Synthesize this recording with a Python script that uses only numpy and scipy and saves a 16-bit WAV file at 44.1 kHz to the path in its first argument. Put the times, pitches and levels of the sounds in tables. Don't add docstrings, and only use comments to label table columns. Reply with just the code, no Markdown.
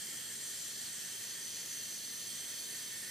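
import sys
import numpy as np
from scipy import signal
from scipy.fft import rfft, irfft, next_fast_len
from scipy.io import wavfile
from scipy.ndimage import uniform_filter1d, map_coordinates

SR = 44100
rng = np.random.default_rng(int(sys.argv[2]) if len(sys.argv) > 2 else 0)


def store_wav(level_fs):
    pcm = np.round(np.clip(np.atleast_2d(level_fs), -1, 1) * 32767)
    wavfile.write(sys.argv[1], SR, pcm.T.astype(np.int16))


def decibels_to_gain(level_db):
    exponent = np.asarray(level_db, float) / 20
    return 10 ** exponent


N = 136710


def unit(x):
    return x / np.sqrt(np.mean(np.abs(x) ** 2) + 1e-20)


def along(points, hz):
    point_hz, value = np.transpose(points)
    return np.interp(np.log(hz + 1), np.log(point_hz + 1), value)


def wobble(rate):
    return map_coordinates(rng.standard_normal(200), [np.arange(N) * rate / SR])


def filtered(x, response):
    size = next_fast_len(N + SR // 4)
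    spectrum = rfft(x, size) * response(np.fft.rfftfreq(size, 1 / SR))
    return irfft(spectrum, size)[..., :N]


def patchy_field(shape, bins, frames):
    field = uniform_filter1d(rng.standard_normal(shape), bins, 0)
    return unit(uniform_filter1d(field, frames, 1))


def rush(spectrum, alike, patchy_db):
    z = signal.stft(rng.standard_normal((2, N)), nperseg=512)[2]
    gain = decibels_to_gain(patchy_db * patchy_field(z.shape[1:], 6, 12))
    pair = signal.istft(z * gain, nperseg=512)[1][:, :N]

    def mid_side(hz):
        angle = np.arccos(np.clip(along(alike, hz), -1, 1)) / 2
        return decibels_to_gain(along(spectrum, hz)) * [np.cos(angle), np.sin(angle)]

    mid, side = filtered(pair, mid_side)
    return unit(np.array([mid + side, mid - side]))


# frequency_hz, level_db (per Hz)
FAN_AIR = [(13, -50), (22, -26), (69, -14.5), (102, -4), (225, -0.5), (367, -3.5), (399, -3.5), (610, -7.5),
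           (1100, -18), (1430, -14), (2420, -120)]
# frequency_hz, likeness (0-1)
FAN_LIKENESS = [(50, .9), (200, 0.98), (500, 0.98), (900, 0.65)]
# frequency_hz, right_leads_rad
FAN_LEAD = [(50, .2), (300, 0.29), (700, 1), (1300, .4)]
# frequency_hz, left_over_right_db
FAN_TILT = [(30, 3), (150, 1.8), (400, 1.7), (800, -4)]
# pitch_hz, level_db (rms), wander_hz
FAN_TONES = [(47.5, -88, .3), (100, -81.5, .3), (111, -76.5, .5), (141, -75.5, .8), (164, -79, 1.5),
             (178, -79, 1.5), (228, -73.5, .7), (296, -77.5, 2.5), (345, -81.5, 2), (399.5, -75.5, .3),
             (466, -83, 1), (514, -82, 1), (560, -85, 1), (700, -85.5, 1)]


def fans():
    sound = decibels_to_gain(-63.5) * rush(FAN_AIR, FAN_LIKENESS, patchy_db=1.0)
    for pitch_hz, level_db, wander_hz in FAN_TONES:
        level = decibels_to_gain(level_db + 0.8 * wobble(4.72)) * np.sqrt(2)
        phase = 2 * np.pi * np.cumsum(pitch_hz + wander_hz * wobble(4.5)) / SR
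        sound = sound + level * np.sin(phase)

    def both_ports(hz):
        left = decibels_to_gain(along(FAN_TILT, hz) / 2) * np.exp(-0.5j * along(FAN_LEAD, hz))
        return np.array([left, 1 / left])

    return filtered(sound, both_ports)


# start_hz, end_hz, width_hz, start_db, end_db
SHEET_DIPS = [
    (12300, 12000, 220, -1, -5),
    (14950, 14200, 220, -4, -4),
    (10300, 9900, 250, -3, -3),
    (7750, 7800, 200, -2, -2.5),
]


def walls(x):
    hz, t, z = signal.stft(x, SR, nperseg=2048)
    gain_db = 1.9 * patchy_field(z.shape[1:], 3, 16)
    travel = t / t[-1]
    for start_hz, end_hz, width_hz, start_db, end_db in SHEET_DIPS:
        centre_hz = start_hz + (end_hz - start_hz) * travel
        depth_db = start_db + (end_db - start_db) * travel
        gain_db = gain_db + depth_db * np.exp(-((hz[:, None] - centre_hz) / width_hz) ** 2)
    return signal.istft(z * decibels_to_gain(gain_db), SR, nperseg=2048)[1][:, :N]


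def sputter():
    rate, centre_hz, cycles = 200, 5500, 1
    level_db, spread_db = -3.5, 3.5
    draw = rng.random((1000, 3))
    start = (np.cumsum(-np.log(draw[:, 0])) / rate * SR).astype(int)
    pitch_hz = centre_hz * np.exp(draw[:, 1:2] - 0.5)
    strength = decibels_to_gain(level_db - spread_db * np.log(np.maximum(draw[:, 2:], 1 / 20)))
    step = np.arange(64)
    t = step / SR
    cracks = strength * np.sin(2 * np.pi * pitch_hz * t) * np.exp(-t * pitch_hz / cycles)
    return np.bincount((start[:, None] + step).ravel(), cracks.ravel(), N)[:N]


# frequency_hz, level_db (per Hz)
JET_SPECTRUM = [(500, -20.5), (1000, -14), (2500, -7), (5000, -4.5), (7000, 0.5), (10000, -5), (12000, -5),
                (15500, -12)]
# frequency_hz, likeness (0-1)
JET_LIKENESS = [(800, 0.33), (1500, 0.36), (2300, 0.3), (2800, .98), (3900, 0.17), (4600, 0.91),
                (5200, 0.81), (7000, 0.5), (10000, 0.4), (15000, .6)]


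def jet():
    return decibels_to_gain(-1.5) * rush(JET_SPECTRUM, JET_LIKENESS, patchy_db=1.5)


# centre_hz, width_hz
TUBE_RESONANCES = [(1825, 230), (2120, 200), (3200, 230), (3600, 250), (4400, 450), (5550, 400),
                   (6115, 185), (7310, 220), (8290, 280), (9420, 500), (10980, 450), (12740, 400),
                   (13850, 500), (15250, 500)]
TUBE_REACH = [(-14, -13.5, -13.5, -14, -11.5), (-18, -23, -23.5, -20, -18.5),
              (-10.5, -10, -10.5, -10, -12.5), (-29, -18, -25, -20, -20), (-11.5, -10, -8, -7.5, -9),
              (-29, -13.5, -22, -18, -12.5), (-10, -7.5, -3.5, -5.5, -8), (-9.5, -6.5, -10.5, -7.5, -4.5),
              (-6.5, -8, -9.5, -9.5, -9), (-8, -11, -10.5, -11, -7.5), (-19, -14, -11.5, -11, -11),
              (-21, -18, -22, -15, -17), (-20, -20, -19, -21, -16), (-25, -31, -21, -20, -21)]
REACH_STOPS = [0, .25, .5, .7, 1]
# left_over_right_db at start, middle, end; reflected_share (0-1)
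TUBE_AIM = [(-1, -2, -1, 0), (-2, -3, -9, 0.4), (-1, 1.5, -2.5, 0.2), (-6, -6, -13, .2),
            (-11, -4.5, -0.5, 0), (-.2, 9, 5, 0.1), (4.5, 2, -2, 0.01), (13, 4, -2.5, 0.05),
            (-11.5, -12, -10.5, 0.12), (-1, 1.5, 1, 0.54), (-9, -1.5, 2, 0.13), (-3, -11, .5, 0.2),
            (-3, 3, -.3, .15), (-2, 12, 3, 0.3)]
TUBE_LEAD = [(-0.11, -0.17, -0.3), (0.66, 2.3, -0.23), (0.25, -0.35, 0.96), (-0.21, -0.2, 0.48),
             (-.3, -0.62, -0.74), (.02, 2.3, 0.17), (0.64, 0.55, 0.76), (0.48, 1.93, 1.9), (1.5, 1.2, 0.2),
             (-1.9, -0.9, -0.74), (1.4, 1.3, 0.76), (.5, -0.56, .02), (1, 0.23, .02), (-0.14, 0.15, .02)]


def tube():
    steepness = 1.154
    hz = np.fft.fftfreq(N, 1 / SR)
    progress = np.arange(N) / N
    thirds = [0, 0.5, 1]
    out = np.zeros((2, N))
    for (centre_hz, width_hz), level_db, aim, lead in zip(TUBE_RESONANCES, TUBE_REACH, TUBE_AIM, TUBE_LEAD):
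        *pan_db, reflected = aim
        shape = (hz > 0) * (1 + (2 * (hz - centre_hz) / width_hz) ** 2) ** (-steepness / 2)
        noise = rng.standard_normal((2, N)) + 1j * rng.standard_normal((2, N))
        direct, echo = unit(np.fft.ifft(noise * shape)) * np.sqrt(2)
        angle = np.arccos(np.clip(1 - reflected, 0, 1)) / 2
        direct, echo = np.cos(angle) * direct, np.sin(angle) * echo
        left = decibels_to_gain(np.interp(progress, thirds, pan_db) / 2)
        left = left * np.exp(-0.5j * np.interp(progress, thirds, lead))
        level = decibels_to_gain(np.interp(progress, REACH_STOPS, level_db) + 1.1 * wobble(16))
        out[0] += level * (left * (direct + echo)).real
        out[1] += level * ((direct - echo) / left).real
    return out


# time_s, level_db
GAS_FLOW = [
    (0.0, -45.5),
    (0.01, -46),
    (2.77, -46),
    (3.1, -46.5),
]


def nozzle():
    time_s, level_db = np.transpose(GAS_FLOW)
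    flow = decibels_to_gain(np.interp(np.arange(N) / SR, time_s, level_db) + 0.35 * wobble(18))
    return flow * (jet() + tube() + sputter())


def scene():
    return fans() + walls(nozzle())


def band_limit(x):
    return signal.sosfilt(signal.butter(12, 15530, fs=SR, output="sos"), x)


def record(dry):
    mic = filtered(dry, lambda hz: (hz < 15560) / np.sqrt(1 + (39 / (hz + 1)) ** 8))
    return band_limit(mic)


dry = scene()
out = record(dry)
store_wav(out)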